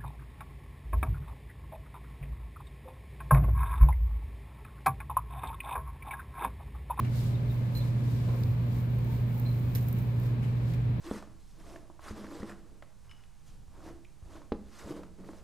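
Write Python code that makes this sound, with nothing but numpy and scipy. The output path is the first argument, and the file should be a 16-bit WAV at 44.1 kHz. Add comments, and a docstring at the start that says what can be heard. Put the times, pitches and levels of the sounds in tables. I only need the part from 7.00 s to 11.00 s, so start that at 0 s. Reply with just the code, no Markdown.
"""A steady hum and rumble comes first: a machine, barn fans by the sound, behind a pig pen at night.
In front of the stereo microphones two pigs root in dry grass beside the metal barn. Blades rustle and
crackle under snouts and feet, trotters scuff the soil, stalks snap, and one pig snuffles in the dirt.
A loose metal fitting, off to the right, rings in two short bouts of clinks.
A cricket chirps faintly, and two faint calls come from far off."""
import sys
import numpy as np
from scipy import signal
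from scipy.fft import rfft, irfft
from scipy.io import wavfile

SR = 44100
rng = np.random.default_rng(int(sys.argv[2]) if len(sys.argv) > 2 else 0)


def to_wav(s):
    """Save 16-bit WAV."""
    ch = np.atleast_2d(s).T  # columns
    pcm = np.round(np.clip(ch, -1, 1) * 32767)  # PCM
    wavfile.write(sys.argv[1], SR, pcm.astype(np.int16))


N = 176400
TIME = np.arange(N) / SR
FREQS = np.maximum(np.fft.rfftfreq(N, 1 / SR), 1)

# partials of the motor hum: pitch_hz, level_db, left_over_right_db
HUM_PARTIALS = [(59.8, -48.5, 4), (120.1, -29, -1.9), (238, -49, 4), (360.4, -65, -0.5)]
# tone of the fans' rumble and of their rushing air: frequency_hz, relative_db
RUMBLE_SPECTRUM = [(15, -35), (23, -31.5), (27, -10), (42, -6.5), (55, -2.5), (71, -0.5), (77, -13),
                   (85, -4.5), (92, 1), (110, 1.5), (128, -6.5), (141, 1.5), (155, -3.5), (172, -3),
                   (188, -9), (207, -5.5), (220, -9), (260, -12), (310, -16.5), (340, -24.5), (450, -29),
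                   (800, -63.5)]
AIR_SPECTRUM = [(100, -9.5), (250, -4), (400, -0.5), (490, -3), (570, -1.5), (720, -9.5), (1020, -7.5),
                (1400, -15), (1700, -13), (1900, -16), (2300, -14), (2750, -19.5), (4000, -22.5),
                (6000, -38), (10000, -43), (15000, -40)]
# how alike fan and snout noise are at the two microphones: frequency_hz, likeness (1 or more is mono)
MIC_LIKENESS = [(60, 1.1), (150, 0.9), (250, 0.7), (370, 0.75), (520, 0.7), (800, 0.36), (2000, 0)]
# lean of the fan noise and of the grass and stalks: frequency_hz, left_over_right_db
FAN_BALANCE = [(100, 1), (200, -1), (400, 5.5), (550, -2.5), (720, 6), (1050, -0.5), (2100, 4.5), (3000, 0),
               (4200, -1), (7000, 1.5), (10000, 3.5), (14000, -2)]
GROUND_BALANCE = [(2000, 1), (4200, -2), (7000, -0.5), (10000, 4), (12000, -3), (14500, -8)]
# rise and fall of the grass's rustle and of its fine crackle: time_s, relative_db
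RUSTLE_ENVELOPE = [(0, -64), (.10, -61.5), (.17, -50.5), (.28, -54.5), (.38, -64), (.52, -63.5), (.70, -63),
                   (.86, -56), (.94, -62.5), (1.13, -56.5), (1.40, -60.5), (1.62, -67), (1.77, -59),
                   (1.87, -70), (2.15, -60.5), (2.26, -68), (2.36, -65.5), (2.70, -64), (3.0, -68),
                   (3.15, -67), (3.26, -60), (3.38, -71), (3.45, -62.5), (3.6, -66.5), (3.71, -58),
                   (3.8, -67.5), (4, -74)]
CRACKLE_ENVELOPE = [(0, -73), (.09, -75), (.18, -58), (.40, -74), (.52, -57), (.71, -70), (.765, -48),
                    (.81, -63), (.95, -76), (1.14, -66), (1.23, -72), (1.38, -56.5), (1.62, -64.5),
                    (1.80, -57), (1.87, -63), (1.95, -59), (2.02, -63), (2.15, -54), (2.25, -63),
                    (2.34, -54.5), (2.66, -58), (2.86, -54), (3.02, -56), (3.15, -65), (3.23, -56),
                    (3.36, -71), (3.70, -73), (4, -77)]
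# tone of brushing blades, crackling blades and scuffed soil: frequency_hz, relative_db
RUSTLE_SPECTRUM = [(800, -8), (2000, -5.5), (4000, 3), (6000, -3), (8000, -3.5), (10000, -7.5), (13000, -4),
                   (15500, -8)]
CRACKLE_SPECTRUM = [(2000, -25), (5000, -14.5), (10000, -13), (12000, -9), (14000, -1.5), (15500, -2.5)]
SCUFF_SPECTRUM = [(500, -14), (1400, 3), (2700, 4.5), (4000, -11), (6000, -12), (15000, -18)]
# trotters scuff the soil: start_s, level_db, decay_s
SCUFFS = [(.04, -50.5, 0.022), (2.96, -54, .03), (3.42, -51, 0.037), (3.73, -54, 0.016)]
# single stalks snap: start_s, tick_db, crack_db
SNAPS = [(.158, -44, -43), (1.4353, -38, -32), (1.787, -44, -43), (1.987, -38, -50), (2.046, -35, -48),
         (2.398, -28, -46), (2.511, -40, -54), (2.7508, -21, -29.5), (2.7553, -27, -34), (2.8858, -25, -58),
         (2.9278, -26.5, -44), (3.1986, -34, -58), (3.737, -44, -39), (3.746, -39, -46)]
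# whole tufts crunch: start_s, level_db, decay_s
CRUNCHES = [(.749, -50, .03), (.772, -45, .008), (2.751, -38, .016), (2.77, -50.5, 0.055),
            (2.882, -47, 0.0088), (2.983, -51, .01), (3.255, -55, 0.013)]
# tone of a snap's bright tick, its duller crack, and a tuft's crunch: frequency_hz, relative_db
TICK_SPECTRUM = [(2000, -25), (5000, -18), (10000, -6), (12000, 2), (14000, 9.5), (15500, -2)]
CRACK_SPECTRUM = [(600, -24), (1800, -8), (3100, -4), (3900, 4), (6000, -3), (9000, -16), (12000, -11)]
CRUNCH_SPECTRUM = [(600, -16), (1800, 6), (4000, 0.5), (6000, -0.5), (10000, -3), (12000, 3.5), (14000, 10),
                   (15500, -3.5)]
# the cricket's chirps: centre_s, level_db
CHIRPS = [(.195, -63), (.352, -58), (.508, -58), (.82, -56.5), (1.29, -64)]
# touches on the loose fitting: start_s, strength_db
CLINKS = [(.752, -47.5), (0.779, -60), (2.449, -60), (2.463, -54), (2.53, -65)]
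# ringing modes of the fitting: pitch_hz, relative_db, t60_s
FITTING_MODES = [(3940, -11, .1), (4113, 2.5, 0.27), (4150, -6.5, 0.4), (4260, -6, 0.1), (8270, -20, 0.14),
                 (11300, -11, 0.15), (13280, -20, .3)]
# the two puffs of one snuffle: start_s, level_db, decay_s
SNUFFLE_PUFFS = [(1.277, -42, 0.028), (1.325, -44, .055)]
# tone of a snout in the dirt: frequency_hz, relative_db
SNUFFLE_SPECTRUM = [(150, -19), (380, -8), (520, 3.5), (590, -4), (660, -2.5), (830, -14), (1070, -5.5),
                    (1300, -14.5), (3000, -26), (8000, -50)]
# notes of the far calls, the last two sounding together: centre_s, pitch_hz, level_db
FAR_CALL_NOTES = [(2.12, 920, -53.5), (2.40, 840, -53), (2.41, 1360, -64)]

LEFT_LEAD_S = .00042  # sound from the left reaches the left microphone this much sooner


def from_db(db):
    """Decibels to gain."""
    return 10 ** (np.asarray(db) / 20)


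def unit_rms(x):
    """Scale to rms 1."""
    return x / np.sqrt(np.mean(x ** 2) + 1e-20)


def over_hz(points):
    """Read rows of (frequency_hz, value) along a log-frequency axis."""
    hz, value = np.transpose(points)
    return np.interp(np.log(FREQS), np.log(hz), value)


def envelope(rows):
    """Rows of (time_s, level_db) as a gain in time."""
    return from_db(np.interp(TIME, *np.transpose(rows)))


def pan(left_over_right_db):
    """Left and right gains for a level difference between the microphones."""
    return from_db(np.array([[.5], [-.5]]) * left_over_right_db)


def colour(x, spectrum, balance=None):
    """Give a stereo signal a spectrum and a balance, keeping the power of white input."""
    gain = from_db(over_hz(spectrum)) * pan(over_hz(balance) if balance else 0)
    return irfft(rfft(x) * unit_rms(gain), N)


def drift(rate_hz):
    """A random wander of rms 1, mostly slower than rate_hz."""
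    return unit_rms(irfft(rfft(rng.standard_normal(N)) / (1 + (FREQS / rate_hz) ** 2), N))


def from_left(x):
    """A source on the left: the right microphone hears it a little later."""
    delayed = irfft(rfft(x) * np.exp(-2j * np.pi * FREQS * LEFT_LEAD_S), N)
    return np.array([x, delayed])


def stereo_noise():
    """White noise, alike at both microphones in the bass and unrelated in the treble."""
    mid, side = rfft(rng.standard_normal((2, N)))
    alike = np.clip(over_hz(MIC_LIKENESS), -1, 1)
    return unit_rms(irfft(np.sqrt(1 + alike) * mid + np.sqrt(1 - alike) * side * [[1], [-1]], N))


def grains(per_s, spread_db, shared_power=0.16):
    """Tiny random fractures of uneven size; a share reaches both microphones, left first."""
    sizes = from_db(spread_db * np.minimum(rng.exponential(1, N), 5))
    breaks = rng.random(N) < per_s / SR
    pulses = breaks * sizes * rng.standard_normal((3, N))  # left, right, shared
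    return unit_rms(np.sqrt(1 - shared_power) * pulses[:2] + np.sqrt(shared_power) * from_left(pulses[2]))


def bursts(rows, attack_s):
    """Envelope of (start_s, level_db, decay_s) events: a straight rise, then a dying tail."""
    power = 0
    for start_s, db, decay_s in rows:
        age = np.maximum(TIME - start_s, 0)
        rise = np.minimum(age / attack_s, 1)
        tail = np.exp(-np.maximum(age - attack_s, 0) / decay_s)
        power += (from_db(db) * rise * tail) ** 2
    return np.sqrt(power)


def wavering_note(centre_s, hz, db, half_length_s, waver_hz):
    """A short rounded note whose pitch wavers differently at each microphone."""
    pitch_hz = hz + waver_hz * np.array([drift(97), drift(100)])
    phase = 2 * np.pi * np.cumsum(pitch_hz, axis=1) / SR
    swell = np.exp(-((TIME - centre_s) / half_length_s) ** 2)
    return from_db(db) * swell * np.sqrt(2) * np.sin(phase)


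def fans(waver_db=0.45, waver_rad=0.13, rumble_db=-34.5, air_db=-47.5, direct_power=0.2):
    """Behind the pen, motors hum over rumble and rushing air, some of it straight from the left."""
    hum = 0
    for hz, db, pan_db in HUM_PARTIALS:
        phase = 2 * np.pi * (hz * TIME + rng.random()) + waver_rad * drift(2.7)
        hum += pan(pan_db) * from_db(db + waver_db * drift(5.2)) * np.sqrt(2) * np.sin(phase)
    rumble = from_db(rumble_db) * colour(stereo_noise(), RUMBLE_SPECTRUM, FAN_BALANCE)
    diffuse = np.sqrt(1 - direct_power) * stereo_noise()
    direct = np.sqrt(direct_power) * from_left(rng.standard_normal(N))
    air = from_db(air_db) * colour(diffuse + direct, AIR_SPECTRUM, FAN_BALANCE)
    return hum + rumble + air


def grass(crackle_gain_db=1):
    """Down in the pen, blades brush past each other and the dry ones crackle."""
    rustle = colour(grains(per_s=14000, spread_db=1.5), RUSTLE_SPECTRUM, GROUND_BALANCE)
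    crackle = colour(grains(per_s=5000, spread_db=3), CRACKLE_SPECTRUM, GROUND_BALANCE)
    crackle *= from_db(crackle_gain_db)
    return envelope(RUSTLE_ENVELOPE) * rustle + envelope(CRACKLE_ENVELOPE) * crackle


def trotters():
    """Feet drag briefly through gritty soil."""
    grit = colour(grains(per_s=5000, spread_db=-0.5), SCUFF_SPECTRUM)
    return bursts(SCUFFS, attack_s=0.011) * grit


def snap_pulses(starts_s, levels_db, tail_db=-12.5, decay_s=0.0021):
    """Each break is one sharp pulse, left microphone first, with a brief splintering tail."""
    tails = [(start_s, db + tail_db, decay_s) for start_s, db in zip(starts_s, levels_db)]
    pulses = bursts(tails, attack_s=0.00036) * rng.standard_normal((2, N))
    for side, lag_s in enumerate((0, LEFT_LEAD_S)):
        pulses[side, ((starts_s + lag_s) * SR).astype(int)] += from_db(levels_db)
    return pulses


def stalks():
    """Single stalks snap, each with a bright tick and a duller crack."""
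    starts_s, tick_db, crack_db = np.transpose(SNAPS)
    ticks = colour(snap_pulses(starts_s, tick_db), TICK_SPECTRUM, GROUND_BALANCE)
    cracks = colour(snap_pulses(starts_s, crack_db), CRACK_SPECTRUM, GROUND_BALANCE)
    return ticks + cracks


def cricket(pitch_hz=3710):
    """A cricket gives faint, short chirps around one high pitch."""
    return sum(wavering_note(centre_s, pitch_hz, db, half_length_s=0.015, waver_hz=110)
               for centre_s, db in CHIRPS)


def tufts():
    """Whole tufts crunch in a dying shower of fractures."""
    fractures = bursts(CRUNCHES, attack_s=0.0028) * grains(per_s=30000, spread_db=5.5)
    return colour(fractures, CRUNCH_SPECTRUM, GROUND_BALANCE)


def fitting(pan_db=-8.5, chatter_depth=0.3):
    """Off to the right, each touch sets a small metal part ringing; it chatters as it rings."""
    ring = np.zeros((2, N))
    for start_s, strength_db in CLINKS:
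        age = np.maximum(TIME - start_s, 0)
        for hz, mode_db, t60_s in FITTING_MODES:
            phase = 2 * np.pi * (hz * age + rng.random((2, 1)))
            decay = (age > 0) * np.exp(-np.log(1000) * age / t60_s)
            ring += from_db(strength_db + mode_db) * decay * np.sin(phase)
    chatter = 1 + chatter_depth * drift(220)
    return pan(pan_db) * ring * chatter


def snout():
    """A pig blows short, dull puffs into the soil."""
    return bursts(SNUFFLE_PUFFS, attack_s=0.013) * colour(stereo_noise(), SNUFFLE_SPECTRUM)


def far_calls():
    """Two faint animal calls carry in from far off in the night."""
    return sum(wavering_note(centre_s, hz, db, half_length_s=0.048, waver_hz=29.9)
               for centre_s, hz, db in FAR_CALL_NOTES)


def scene():
    """The pen as the microphones face it, with the fans behind."""
    return (fans() + grass() + trotters() + stalks() + cricket() + tufts()
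            + fitting() + snout() + far_calls())


def record(dry):
    """A steep low-pass takes the very top off both channels."""
    cutoff_hz = 15550
    return signal.sosfilt(signal.ellip(10, .2, 70, cutoff_hz, fs=SR, output="sos"), dry)


dry = scene()
out = record(dry)
to_wav(out)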